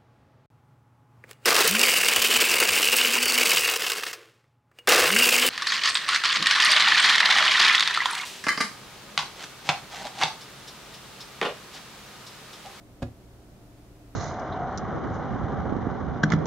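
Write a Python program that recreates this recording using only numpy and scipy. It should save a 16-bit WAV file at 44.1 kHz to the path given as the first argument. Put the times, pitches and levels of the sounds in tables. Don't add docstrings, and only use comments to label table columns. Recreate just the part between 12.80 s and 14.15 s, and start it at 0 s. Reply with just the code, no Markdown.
import sys
import numpy as np
from scipy import signal
from scipy.fft import rfft, irfft
from scipy.io import wavfile

SR = 44100
rng = np.random.default_rng(int(sys.argv[2]) if len(sys.argv) > 2 else 0)


def unload_audio(sound):
    columns = np.transpose(np.atleast_2d(sound))
    steps = np.round(np.clip(columns, -1, 1) * 32767)
    wavfile.write(sys.argv[1], SR, steps.astype(np.int16))


N = 59535
TIME = np.arange(N) / SR
FREQS = np.maximum(np.arange(N // 2 + 1) * SR / N, 1)


def from_db(db):
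    return 10 ** (np.asarray(db) / 20)


def rms_one(x):
    return x / np.sqrt(np.mean(x ** 2) + 1e-20)


def panned(db):
    return from_db([[db / 2], [-db / 2]])


def decay(age, t60):
    return np.exp(-np.log(1000) * age / t60)


def filtered(x, kind, hz, order=2):
    return signal.sosfilt(signal.butter(order, hz, kind, fs=SR, output="sos"), x)


def over_freqs(points):
    hz, value = np.transpose(points)
    return np.interp(np.log(FREQS), np.log(hz), value)


def coloured_pair(two, colour, likeness):
    mid, side = rfft(two) * from_db(over_freqs(colour))
    alike = np.clip(over_freqs(likeness), -1, 1)
    return irfft(np.sqrt(1 + alike) * mid + np.sqrt(1 - alike) * side * [[1], [-1]], N)


def ring(force, hz, t60):
    r, w = decay(1 / SR, t60), 2 * np.pi * hz / SR
    return signal.lfilter([1, -r * np.cos(w)], [1, -2 * r * np.cos(w), r * r], force + 1e-18)


def resonance(x, hz, width_hz):
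    r, w = np.exp(-np.pi * width_hz / SR), 2 * np.pi * hz / SR
    return signal.lfilter(np.array([1, 0, -1]) * (1 - r * r) / 2, [1, -2 * r * np.cos(w), r * r], x + 1e-18)


def ventilation():
    # f/Hz, relative level/dB
    colour = [(20, -15), (48, -2.5), (70, -8), (100, -9.5), (135, -11.5), (190, -9), (255, -15.5),
              (295, -7), (330, -13.5), (390, -13.5), (440, -18.5), (680, -17), (820, -23.5), (1100, -26),
              (2300, -32.5), (6000, -36.5), (15500, -41.5)]
    # f/Hz, left-right correlation
    likeness = [(60, 0.9), (130, 0.83), (290, 0.91), (640, 0.8), (1410, 0.27), (3100, 0.0), (15000, 0.0)]
    return from_db(-51.5) * rms_one(coloured_pair(rng.standard_normal((2, N)), colour, likeness))


def hum():
    # f/Hz, level/dB, waver depth
    tones = [(59.2, -61.5, 0.33), (80, -69.5, 0.72), (116.45, -56, 0.091), (234.5, -67, 0.94),
             (290.7, -68.5, 0.41), (704, -84, 0.62)]
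    waver_hz, start_db, rise_s = 11.7, -6, 0.49
    smoothing = 1 + (FREQS / waver_hz) ** 2
    drone = np.zeros(N)
    for hz, db, depth in tones:
        level_drift, phase_drift = rms_one(irfft(rfft(rng.standard_normal((2, N))) / smoothing, N))
        phase = 2 * np.pi * (hz * TIME + rng.random())
        tone = (1 + depth * level_drift) * np.sin(phase) + depth * phase_drift * np.cos(phase)
        drone += from_db(db) * rms_one(tone)
    return drone * from_db(start_db * np.maximum(1 - TIME / rise_s, 0))


def rim_patter():
    # f/Hz, relative level/dB
    colour = [(1000, 5.5), (2000, -3.5), (3000, -0.5), (4500, -5.5), (6500, -10), (9000, -17), (15000, -27)]
    # f/Hz, left-right correlation
    likeness = [(700, 0.9), (1300, 1), (2400, 0.58), (4400, 0.27), (9000, 0.036)]
    # f/Hz, width/Hz, level/dB
    shell_rings = [(1680, 35, 7), (1982, 34, 9), (2520, 86, -0.5), (3100, 69, -30), (4220, 93, 8),
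                   (5380, 74, -5)]
    seat_s, rise_s, rise_db, hold_s = 0.2265, 0.0071, 15, 0.0025
    ticks_per_s, spread_db = 11000, 3
    age = TIME - seat_s
    swell = from_db(rise_db * np.minimum(age, 0) / rise_s) * (age > -rise_s)
    fade = decay(np.maximum(age - hold_s, 0), t60=0.041)
    sizes = from_db(spread_db * np.minimum(rng.exponential(1, (2, N)), 2))
    signs = rng.choice([-1, 1], (2, N))
    onsets = rng.random((2, N)) < ticks_per_s / SR
    ticks = filtered(sizes * signs * onsets, "high", hz=830)
    patter = rms_one(coloured_pair(ticks, colour, likeness)) * swell * fade
    shell = sum(from_db(db) * resonance(patter, hz, width_hz) for hz, width_hz, db in shell_rings)
    return from_db(-41) * panned(db=-1) * (patter + shell)


def air_puff():
    start_s, attack_s = 0.222, 0.0034
    age = np.maximum(TIME - start_s, 0)
    envelope = np.minimum(age / attack_s, 1) * decay(age, t60=0.31)
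    rush = filtered(rng.standard_normal(N), "band", hz=[163, 700], order=3)
    return from_db(-42.5) * panned(db=-2) * rms_one(rush) * envelope


def lid_thump():
    # t/s, level/dB, softness/ms
    contacts = [(0.2222, -22.5, 0.49), (0.2262, -15, 0.78), (0.2329, -35, 0.31)]
    # f/Hz, level/dB, t60/s, pan left-right/dB
    modes = [(58.3, -17.5, 0.11, -2), (78.4, -14.5, 0.33, -2), (113.6, -9, 0.29, -0.5),
             (138, -14, 0.16, -0.5), (246, -12, 0.18, 0.5), (279, -25, 0.32, -5.5), (350, -12, 0.2, -4.5),
             (554, -5.5, 0.095, -1.5), (660, -10, 0.093, 2), (737, -22, 0.15, -7), (818, -13, 0.054, -3),
             (1020, -16, 0.032, -9), (1220, -13, 0.05, -1), (1407, -12.5, 0.092, 3)]
    force = np.zeros(N)
    for start_s, db, soft_ms in contacts:
        progress = np.maximum(TIME - start_s, 0) * 1000 / soft_ms
        push = progress * np.exp(-2 * progress)
        force -= from_db(db) * push / push.sum()
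    body = sum(ring(force, hz, t60) * from_db(db) * panned(pan_db) for hz, db, t60, pan_db in modes)
    return filtered(body, "high", hz=43.7)


def room(send):
    predelay_s = 0.0083
    tail = rng.standard_normal((2, N)) * decay(TIME, t60=0.24) * (TIME > predelay_s)
    tail /= np.sqrt(np.sum(tail ** 2) / 2)
    tail = filtered(tail, "band", hz=[219, 12000])
    return signal.fftconvolve(send, tail, axes=1)[:, :N]


def scene():
    body_send_db, rim_send_db = -16.5, -9
    body = air_puff() + lid_thump()
    rim = rim_patter()
    reverb = room(from_db(body_send_db) * body + from_db(rim_send_db) * rim)
    bed = (ventilation() + hum()) * panned(db=-0.24)
    return body + rim + reverb + bed


def record(dry):
    cutoff_hz = 15700
    return signal.fftconvolve(dry, signal.firwin(801, cutoff_hz, fs=SR)[None], "same", axes=1)


dry = scene()
out = record(dry)
unload_audio(out)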